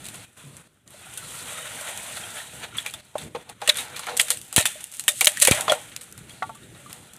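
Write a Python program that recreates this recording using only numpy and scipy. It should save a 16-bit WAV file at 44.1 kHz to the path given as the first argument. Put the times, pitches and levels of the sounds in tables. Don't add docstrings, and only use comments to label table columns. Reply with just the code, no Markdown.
import sys
import numpy as np
from scipy import signal
from scipy.fft import rfft, irfft
from scipy.io import wavfile
from scipy.ndimage import uniform_filter1d

SR = 44100
rng = np.random.default_rng(int(sys.argv[2]) if len(sys.argv) > 2 else 0)


def decibels_to_gain(level_db):
    exponent = np.asarray(level_db, float) / 20
    return 10 ** exponent


def file_out(sig):
    cols = np.atleast_2d(sig).T
    lim = np.clip(cols, -1, 1)
    pcm = np.round(lim * 32767).astype(np.int16)
    wavfile.write(sys.argv[1], SR, pcm)


N = 316638

# frequency_hz, density_db [dB per Hz]
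LEAF_SPECTRUM = [(2650, -10), (4500, -16), (5290, -18), (8030, -4.5), (9430, -4.5), (12500, -16),
                 (15100, -22.5), (15500, -22), (15650, -63.5)]
# frequency_hz, density_db [dB per Hz]
TWIG_SPECTRUM = [(530, -44), (900, -12.5), (1330, -3), (1770, 1), (3610, -2), (5040, -41), (6000, -6.5),
                 (7800, -19), (13200, -120)]
# frequency_hz, width_hz, level_db
TUBE_MODES = [(488.6, 19, -1.5), (596.6, 35, 1), (803, 183, -1.5), (1068, 140, -2), (1408, 140, 0)]
# frequency_hz, width_hz, level_db
WALL_MODES = [(1860, 116, 6.5), (2320, 370, 4.5), (2514, 160, 9.5), (2760, 330, 4), (3280, 503, 8),
              (3540, 366, 8), (3717, 138, 9), (4074, 670, 6), (4340, 940, -3.5)]
# time_s, effort_db (twig rustle), tube_pressure_db (on the ground, re effort)
DRAG_EFFORT = [(0.0, -45, -7), (0.08, -40.5, -10), (0.6, -49.5, -5.5), (0.86, -55, -6), (0.94, -45, -9),
               (1.52, -36.5, -7), (2.3, -38, -6.5), (2.9, -47.5, -9), (3.6, -48, -9.5), (3.66, -33, -18),
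               (4.16, -35, -17), (4.4, -44.5, -14), (5.02, -50.5, -20), (5.45, -30.5, -34),
               (5.72, -36, -23), (5.8, -41.5, -11), (6.02, -52, -7), (7.18, -50.5, -7)]
# centre_s, twigs_extra_db, leaves_extra_db, half_length_s
FOOTSTEPS = [(1.32, 0.5, 4.5, 0.12), (2.25, 2, 4, 0.73), (3.2, 3, 8.5, 0.24), (3.8, 0.5, 9, 0.032),
             (3.88, -5.5, -4.5, 0.17), (4.22, 0, 9, 0.043), (4.33, 8.5, 9, 0.045), (4.42, -5, 4, 0.07),
             (4.7, 14, 15, 0.085), (5.02, 3, 10.5, 0.11), (5.18, 1, 12, 0.059), (5.56, 8.5, 6.5, 0.051),
             (5.72, 11.5, 6, 0.031), (6.28, 3.5, 2, 0.34), (6.92, 5.5, 5, 0.14)]


def in_time(rows):
    s, *columns = np.transpose(rows)
    return [np.interp(np.arange(N) / SR, s, column) for column in columns]


def swells(rows):
    t = np.arange(N) / SR
    return sum(np.outer(extra_db, np.exp(-((t - s) / half_s) ** 2)) for s, *extra_db, half_s in rows)


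def rms_one(x):
    return x / np.sqrt(np.mean(x ** 2) + 1e-20)


def drift(per_s):
    steps = rng.standard_normal(4000)
    return np.interp(np.arange(N) / SR * per_s % 3999, np.arange(4000), steps)


def gritty(spread_db):
    grain_db = spread_db * np.minimum(rng.exponential(1, N), 6)
    return rms_one(rng.standard_normal(N) * decibels_to_gain(grain_db))


def coloured(spectrum, x):
    hz, level_db = np.transpose(spectrum)
    grid_hz = np.fft.rfftfreq(N, 1 / SR) + 1
    gain_db = np.interp(np.log(grid_hz), np.log(hz), level_db, -90, -90)
    return rms_one(irfft(rfft(x) * decibels_to_gain(gain_db), N))


def resonate(x, modes, patchy_db, per_s):
    out, power = 0, 0
    for k, (hz, width_hz, level_db) in enumerate(modes):
        r = np.exp(-np.pi * width_hz / SR)
        b = decibels_to_gain(level_db) * (1 - r * r) / 2 * np.array([1, 0, -1])
        a = [1, -2 * r * np.cos(2 * np.pi * hz / SR), r * r]
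        mode = signal.lfilter(b, a, x + 1e-18)
        out = out + (-1) ** k * mode * decibels_to_gain(patchy_db * drift(per_s))
        power += decibels_to_gain(2 * level_db) * np.pi * width_hz / SR
    return out / np.sqrt(power)


def blows(table, rise_s, rough):
    out, t = np.zeros(N + SR), np.arange(SR // 3) / SR
    overtones = np.exp(rng.uniform(0.12, 1, (len(table), 5)) * 1.3)[:, :, None]
    for (s, level_db, hz, t60), ratios in zip(table, overtones):
        fall_db = -60 * (t / max(t60, .01)) ** 0.89
        ring = np.sin(2 * np.pi * hz * t) * decibels_to_gain(fall_db)
        higher = np.sin(2 * np.pi * hz * ratios * t) * decibels_to_gain(fall_db * ratios) / ratios
        ring += rough * higher.sum(axis=0)
        at = round(s * SR)
        out[at:at + len(t)] += decibels_to_gain(level_db) * (1 - np.exp(-t / rise_s)) * ring
    return out[:N]


def flame():
    # time_s, level_db
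    flutter = [(0.0, -50), (0.22, -49.5), (0.42, -54.5), (0.55, -53.5), (0.84, -53.5), (1.0, -55),
               (1.4, -50.5), (1.68, -54), (2.18, -52.5), (2.78, -53.5), (3.36, -46.5), (3.48, -52),
               (4.5, -56), (5.28, -63), (5.6, -42), (5.78, -54), (6.82, -52.5), (7.18, -53.5)]
    # frequency_hz, density_db [dB per Hz]
    flutter_spectrum = [(12, -58), (20, -25.5), (27, -26), (70, -7.5), (118, -0.5), (223, -6.5),
                        (362, -10.5), (500, -16), (650, -22), (1100, -120)]
    noise = coloured(flutter_spectrum, rng.standard_normal(N))
    return noise * decibels_to_gain(in_time(flutter)[0] + 3.46 * drift(21))


def snap_ticks():
    # start_s, peak_db, lowest_hz
    tick_events = [(.568, -31, 5000), (.744, -38, 7500), (0.8773, -29, 3500), (.9055, -35, 7500),
                   (.928, -48, 9500), (3.7446, -21.5, 5000), (3.7707, -20, 6500), (3.8061, -21, 6500),
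                   (3.812, -24, 7000), (3.852, -30, 7000), (3.9617, -24, 4500), (3.9722, -23, 5500),
                   (3.9937, -17, 4000), (4.0435, -33, 8000), (4.1972, -4, 2500), (4.219, -24, 8000),
                   (4.25, -28, 7000), (4.4147, -26, 5000), (4.4506, -38, 7000), (4.484, -36, 11000),
                   (4.541, -30, 5000), (5.3722, -16, 4000), (5.4205, -12, 2000), (5.2455, -16, 5000),
                   (5.7197, -16, 6000), (5.5114, -3, 1200), (5.9635, -14, 2000), (5.9655, -19, 5500),
                   (7.135, -38, 8000)]
    # start_s, peak_db, lowest_hz
    more_ticks = [(2.8629, -16, 5500), (2.9382, -20, 5500), (4.9172, -26, 5500), (4.9694, -23, 5500),
                  (5.0394, -25, 5500), (5.2091, 2, 5500), (5.2574, 2, 5500), (5.3198, -19, 5500),
                  (5.4504, 1, 5500), (5.897, -34, 5500), (6.1144, -35, 5500), (6.125, -24, 5500),
                  (6.1779, -27, 5500), (6.2332, -40, 5500), (6.9287, -27, 5500), (7.1651, -30, 5500)]
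    echo_s, echo_db = .0009, -6
    out, pair = np.zeros(N + SR), np.zeros(400)
    pair[0], pair[round(echo_s * SR)] = -3.5, 3.2 * decibels_to_gain(echo_db)
    for s, level_db, low_hz in tick_events + more_ticks:
        band_hz = [low_hz, min(low_hz + 7000, 15000)]
        click = signal.sosfilt(signal.butter(2, band_hz, "band", fs=SR, output="sos"), pair)
        at = round(s * SR)
        out[at:at + len(pair)] += decibels_to_gain(level_db) * click
    return out[:N]


def crackle():
    per_s, re_effort_db = 45, 8
    sizes = decibels_to_gain(3.3 * np.minimum(rng.exponential(1, N), 3)) * rng.choice([-1, 1], N)
    happens = rng.random(N) < per_s / SR
    level_db = in_time(DRAG_EFFORT)[0] + swells(FOOTSTEPS)[1] / 2 + re_effort_db
    clicks = sizes * happens * decibels_to_gain(level_db)
    return signal.sosfilt(signal.butter(2, [2200, 11000], "band", fs=SR, output="sos"), clicks + 1e-18)


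def thumps():
    # start_s, level_db, pitch_hz, t60_s
    pushes = [(0.439, -44, 143, 0.46), (0.467, -42, 137, 0.26), (3.996, -46, 146, 0.064),
              (4.198, -36, 151, 0.026), (4.302, -52, 200, 0.013), (4.564, -20, 143, 0.0091),
              (4.5798, -9, 79.5, 0.028), (4.655, -33, 152, 0.02), (5.082, -30, 188, 0.018),
              (5.27, -26, 195, 0.025), (5.5119, -5.5, 82.4, 0.027)]
    out, t = np.zeros(N + SR), np.arange(SR // 3) / SR
    for s, level_db, hz, t60 in pushes:
        turns = hz * t + .48 * (1 - np.exp(-t / .001))
        at = round(s * SR)
        out[at:at + len(t)] -= decibels_to_gain(level_db - 60 * t / t60) * np.sin(2 * np.pi * turns)
    return signal.sosfilt(signal.butter(2, 55, "high", fs=SR, output="sos"), out[:N])


def drag():
    # centre_s, extra_db, half_length_s
    scuffs = [(1.501, 4, 0.029), (1.577, 4, 0.012), (1.66, 5.5, 0.032), (1.883, 7, 0.022),
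              (2.173, 7, 0.0085), (2.376, 8, 0.017), (2.639, 15, 0.02), (2.757, 16, 0.015),
              (2.864, 18, 0.017), (3.796, 8, 0.032), (4.037, 6.5, 0.0095), (4.79, 5, 0.032)]
    # centre_s, extra_db, half_length_s
    groans = [
        (3.2, 10, .1),
        (3.92, 7, 0.14),
        (5.59, 32.5, 0.036),
    ]
    leaf_re_effort_db = -6
    lift_s, lower_s, lifted_leaf_db = 2.626, 4.19, -6

    effort_db, pressure_db = in_time(DRAG_EFFORT)
    scuff_db = swells(scuffs)[0]
    tread_twig_db, tread_leaf_db = swells(FOOTSTEPS)
    t = np.arange(N) / SR
    lifted = uniform_filter1d(1.0 * ((t > lift_s) & (t < lower_s)), size=4000)
    tube_db = effort_db + pressure_db + swells(groans)[0]
    twig_db = effort_db + tread_twig_db
    leaf_db = effort_db + leaf_re_effort_db + lifted_leaf_db * lifted + tread_leaf_db
    jolt_db = .9 * drift(25) + .7 * drift(70)

    damped = [(hz, 1.6 * width_hz, level_db) for hz, width_hz, level_db in TUBE_MODES]
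    rubbing = gritty(2.0) * decibels_to_gain(tube_db + 0.92 * scuff_db + jolt_db)
    tube = resonate(rubbing, damped, patchy_db=3.0, per_s=13)
    rustle = decibels_to_gain(twig_db + scuff_db + jolt_db + 1.0 * drift(60))
    wall = decibels_to_gain(-6) * resonate(gritty(1.1) * rustle, WALL_MODES, patchy_db=3.0, per_s=20)
    twigs = decibels_to_gain(-10.5) * coloured(TWIG_SPECTRUM, gritty(2.4)) * rustle
    hiss = decibels_to_gain(leaf_db + 0.47 * scuff_db + jolt_db + 0.85 * drift(70))
    leaves = coloured(LEAF_SPECTRUM, gritty(2.66)) * hiss
    return tube + wall + twigs + leaves


def catches():
    # start_s, peak_db, pitch_hz, t60_s
    node_hits = [(1.3409, -29, 1360, 0.059), (1.5529, -27, 1260, 0.05), (1.5808, -24, 1270, 0.055),
                 (1.6263, -27, 3010, 0.05), (1.6532, -27, 1480, 0.05), (1.7094, -28.5, 1420, 0.05),
                 (1.7853, -26, 1570, 0.05), (1.8592, -30, 1380, 0.05), (1.8752, -25.5, 1350, 0.046),
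                 (1.9959, -31, 2240, 0.05), (2.2209, -29, 3340, 0.05), (2.2349, -23, 3210, 0.05),
                 (2.3671, -27, 1710, 0.05), (2.4005, -25, 1810, 0.055)]
    return decibels_to_gain(-4.5) * blows(node_hits, rise_s=0.0028, rough=0.3) * decibels_to_gain(3.0 * drift(300))


def knocks():
    # start_s, peak_db, pitch_hz, t60_s
    strikes = [(0.942, -40, 590, 0.077), (1.067, -42, 750, 0.08), (1.181, -36.5, 1490, 0.13),
               (1.225, -39, 1340, 0.14), (2.726, -37, 1400, 0.078), (3.155, -9.5, 614, 0.029),
               (3.349, -17.5, 490, 0.058), (3.621, -26, 810, 0.15), (3.685, -19, 597, 0.12),
               (4.578, -21, 675, 0.06), (4.606, -21.5, 623, 0.064), (4.756, -35, 614, 0.1),
               (5.271, -18, 616, 0.075), (5.483, -5.5, 523, 0.039), (5.721, -12.5, 1396, 0.055),
               (6.423, -20, 1146, 0.096), (6.494, -32, 890, 0.13), (6.494, -36, 1350, 0.072),
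               (6.423, -19.5, 767, 0.083), (6.423, -26.5, 1417, 0.1), (6.554, -42.5, 1170, 0.1),
               (6.861, -35.5, 1187, 0.079)]
    # start_s, peak_db, pitch_hz, t60_s
    further_modes = [(3.155, -21, 750, .025), (3.155, -23.5, 1055, 0.038), (3.349, -21.5, 840, 0.045),
                     (3.349, -29, 1066, .06), (3.358, -26, 900, .05), (3.366, -23, 500, 0.043),
                     (3.349, -32, 2500, 0.037), (1.812, -32.5, 596, 0.061), (1.888, -33, 570, 0.068),
                     (5.475, -12.5, 887, 0.028), (5.7205, -8.5, 1050, 0.025), (5.7205, -13, 703, .035),
                     (6.423, -19, 1330, 0.055), (6.423, -24, 872, 0.1), (6.438, -30, 900, .06),
                     (6.494, -28, 1130, 0.044), (6.494, -29, 725, 0.043), (6.423, -30, 2030, 0.047),
                     (5.377, -25, 1900, 0.044), (3.945, -36, 2350, .15)]
    main = decibels_to_gain(-0.5) * blows(strikes, rise_s=0.00059, rough=0.15)
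    return main + blows(further_modes, rise_s=0.00066, rough=0.1)


def pings():
    # start_s, peak_db, pitch_hz, t60_s
    splinters = [(2.7836, -11, 3400, 0.049), (2.863, -22.5, 2382, 0.11), (2.9382, -25, 3560, 0.068),
                 (3.1822, -26, 3640, 0.045), (3.6918, -1, 3935, 0.042), (3.6949, 2, 3800, 0.023),
                 (3.7848, -20.5, 3770, 0.13), (4.1954, -7.5, 3280, 0.027), (4.5625, -18, 1840, 0.088),
                 (4.579, -13.5, 1800, 0.1), (4.6548, -14.5, 3520, 0.11), (4.9957, -29, 4093, 0.05),
                 (5.0804, -15, 1868, 0.082), (4.6548, -22, 2600, 0.12), (5.0884, -10, 3610, 0.058),
                 (5.2123, -20, 2820, 0.11), (5.2699, -2.5, 3150, 0.034), (5.3717, -18, 1810, 0.035),
                 (5.472, -13, 2314, 0.11), (5.697, -0.5, 3340, 0.044), (6.3056, -33, 3302, 0.049),
                 (6.4244, -21, 1910, 0.038), (6.6328, -39, 3720, 0.056), (6.7471, -34.5, 3800, 0.042)]
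    # start_s, peak_db, pitch_hz, t60_s
    thin_splinters = [
        (3.964, -31, 6430, 0.066),
        (5.963, -30, 5500, 0.018),
    ]
    rattle = decibels_to_gain(4.0 * drift(450))
    return decibels_to_gain(-5.5) * blows(splinters + thin_splinters, rise_s=0.00038, rough=0.17) * rattle


def snaps():
    # start_s, body_peak_db, splinter_edge_db (re body), hollow_ring_db (re body)
    clean = [(0.0538, -38, 7.5, -18), (0.065, -37, 8, -20.5), (0.0862, -28.5, 0.5, -27),
             (0.568, -40, 8, -22), (0.8769, -38, 7, -25), (0.9055, -55, 9, -18), (1.811, -33, 5, -5),
             (3.6914, -5.5, -7.5, -39), (3.695, -3, -18, -22.5), (3.9734, -29, -6, -12),
             (3.9937, -25.5, 5, -10), (4.4152, -48, 19, -21), (4.8414, -42.5, 15, -25),
             (4.9234, -40, 9, -7), (5.0805, -2, 1, -29.5), (5.087, -16, 3.5, -40), (5.2228, -16, -9, -38),
             (5.2564, -24, -12, -34), (5.2705, 2, -1.5, -22), (5.2, -40, 12, -31), (5.3722, -26, 7.5, -16),
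             (5.4005, -23, 9, -25), (5.451, -8.5, 0, -41), (5.5244, -13, -23, -16), (5.7199, -12.5, -1, -7),
             (5.9632, -27, 3.5, -15), (6.1254, -52, 14, -11), (6.929, -34.5, 3.5, -30),
             (7.135, -45, 12, -16)]
    brittle = [(0.0434, -43, 11, -16), (1.1367, -39.5, 11, -18), (1.1744, -36.5, 15.5, -18),
               (1.9747, -31, 8, -16), (2.9379, -23.5, -4.5, -14), (3.1535, -36.5, -16, 9.5),
               (3.785, -18, -8, -24), (4.2834, -20.5, -2, -25), (4.5268, -31, 8, -6),
               (4.5624, -4.5, 1.5, -20), (4.579, -2, -5, -18.5), (4.6551, -6, 3, -17),
               (4.9955, -26, 9, -21), (5.0384, -31, -2, -23), (5.2104, -6, 3, -14), (5.2455, -19, 12, -39),
               (5.3944, -38, 12, -18), (5.5114, -8, 3, -20), (5.6081, -28, 12, -10), (5.484, -9, -9, -20),
               (4.541, -37, 8, -22), (6.427, -24.5, -14, -14), (6.4941, -42, -4, 5), (6.5494, -43.5, 7, -7)]
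    torn = [(3.0474, -47, 9, -6), (3.3475, -25, -19, -6), (3.492, -33.5, -3, -26), (3.6167, -24, -12, -1.5),
            (3.6755, -10, -5, -16.5), (3.9633, -23, -6, -36), (4.1683, -23.5, 9.5, -22),
            (4.1972, -6, -0.5, -22), (4.193, -25.5, 2, -20), (4.3034, -11, 5, -15), (4.372, -35, 6, -35),
            (4.5684, -20, 2, -25), (5.4205, -8.5, 2.5, -12), (5.472, -5, -2.5, -19.5),
            (5.68, -12.5, -18, -4), (6.178, -38, 2.5, -15)]
    ripped = [(0.1435, -33.5, -1, -9.5), (2.7694, -31, 6.5, -24), (2.7823, -22, -21, -25),
              (2.8622, -22, -4, -35), (3.1816, -27, -4, -18), (3.7554, -26, -3, -16),
              (3.7707, -31.5, 8, -20), (4.068, -21, -14, -10.5), (4.085, -29.5, -17, -6.5),
              (3.214, -32.5, -9, -14), (5.575, -25, -10, -17), (3.358, -34, -15, -2), (4.596, -13, -6, -34),
              (4.8043, -34, 2.5, -16), (4.9374, -38, 7, -13.5), (5.4149, -15.5, 3.5, -42),
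              (5.5164, -17.5, -5, -5), (5.697, -17, -12, -13), (5.9174, -32.5, -18, -22),
              (6.0107, -34.5, 3, -15), (6.294, -36.5, 0, -18), (6.7475, -44, -4, -4),
              (6.8962, -40, 2.5, -3)]
    # t60_s, tail share 0-1
    kinds = ((clean, (0.1, 0.19)), (brittle, (0.081, 0.3)), (torn, (0.074, 0.62)), (ripped, (0.21, 0.48)))

    t = np.arange(SR // 3) / SR
    shapes = np.zeros((5, N + SR))
    opening = 1 - np.exp(-t / .00015)
    crack = 0.43 * decibels_to_gain(-60 * t / 0.023) + 1.6 * decibels_to_gain(-60 * t / 0.0027)
    for rows, (t60, share) in kinds:
        for s, body_db, edge_db, hollow_db in rows:
            at = round(s * SR)
            upper_db = np.minimum(hollow_db, 0.75 * hollow_db)
            parts = ((hollow_db - 2.5, 2.2), (upper_db - 2.5, 0.9), (-4.5, 0.86), (edge_db - 4, 1.2))
            for part, (level_db, last) in enumerate(parts):
                shape = (1 - share) * crack + share * decibels_to_gain(-60 * t / (t60 * last))
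                shapes[part, at:at + len(t)] += decibels_to_gain(body_db + level_db) * shape * opening
            shapes[4, at] += decibels_to_gain(body_db + max(edge_db, -6.0) - 3.0)

    low, upper, body, edge, first = shapes[:, :N]
    click = signal.sosfilt(signal.butter(2, [1400, 11000], "band", fs=SR, output="sos"), first + 1e-18)
    tube = resonate(gritty(2.6) * low, TUBE_MODES[:3], patchy_db=6.0, per_s=14)
    tube += resonate(gritty(3.0) * upper, TUBE_MODES[3:], patchy_db=3.5, per_s=14)
    tearing = gritty(2.8) * body * decibels_to_gain(4.9 * drift(350))
    wall = resonate(tearing, WALL_MODES, patchy_db=3.0, per_s=30)
    splinters = coloured(LEAF_SPECTRUM, gritty(2.5)) * edge * decibels_to_gain(4.23 * drift(500))
    crunch = decibels_to_gain(-6.5) * coloured(TWIG_SPECTRUM, gritty(1.4)) * body * decibels_to_gain(0.91 * drift(400))
    return click + tube + wall + crunch + splinters


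def scene():
    background = flame() + snap_ticks() + crackle()
    pole = thumps() + drag() + catches() + knocks() + pings() + snaps()
    return (background + pole)[None]


def band_limit(x):
    return signal.sosfilt(signal.butter(12, 16360, fs=SR, output="sos"), x)


def record(dry):
    # close_s, open_s, depth_db
    gate = [
        (0.253, 0.368, -11.5),
        (0.62, 0.671, -6.5),
        (0.676, 0.859, -13.5),
        (0.856, 0.903, -4.5),
        (2.433, 2.53, -2.5),
        (3.01, 3.155, -9),
        (3.288, 3.351, -7),
        (3.436, 3.484, -6.5),
        (3.534, 3.603, -6.5),
    ]
    t = np.arange(N) / SR
    gate_db = sum(depth_db * ((t > closes) & (t < opens)) for closes, opens, depth_db in gate)
    hiss = decibels_to_gain(-79) * coloured([(60, 0), (15500, -3), (15650, -60)], rng.standard_normal(N))
    gated = dry * decibels_to_gain(uniform_filter1d(gate_db, size=400)) + hiss
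    cut = signal.sosfilt(signal.cheby2(10, 50, 16300, fs=SR, output="sos"), gated)
    mix = np.clip(1.525 * np.tanh(cut / 1.495), -1, 1)
    return band_limit(mix)


dry = scene()
out = record(dry)
file_out(out)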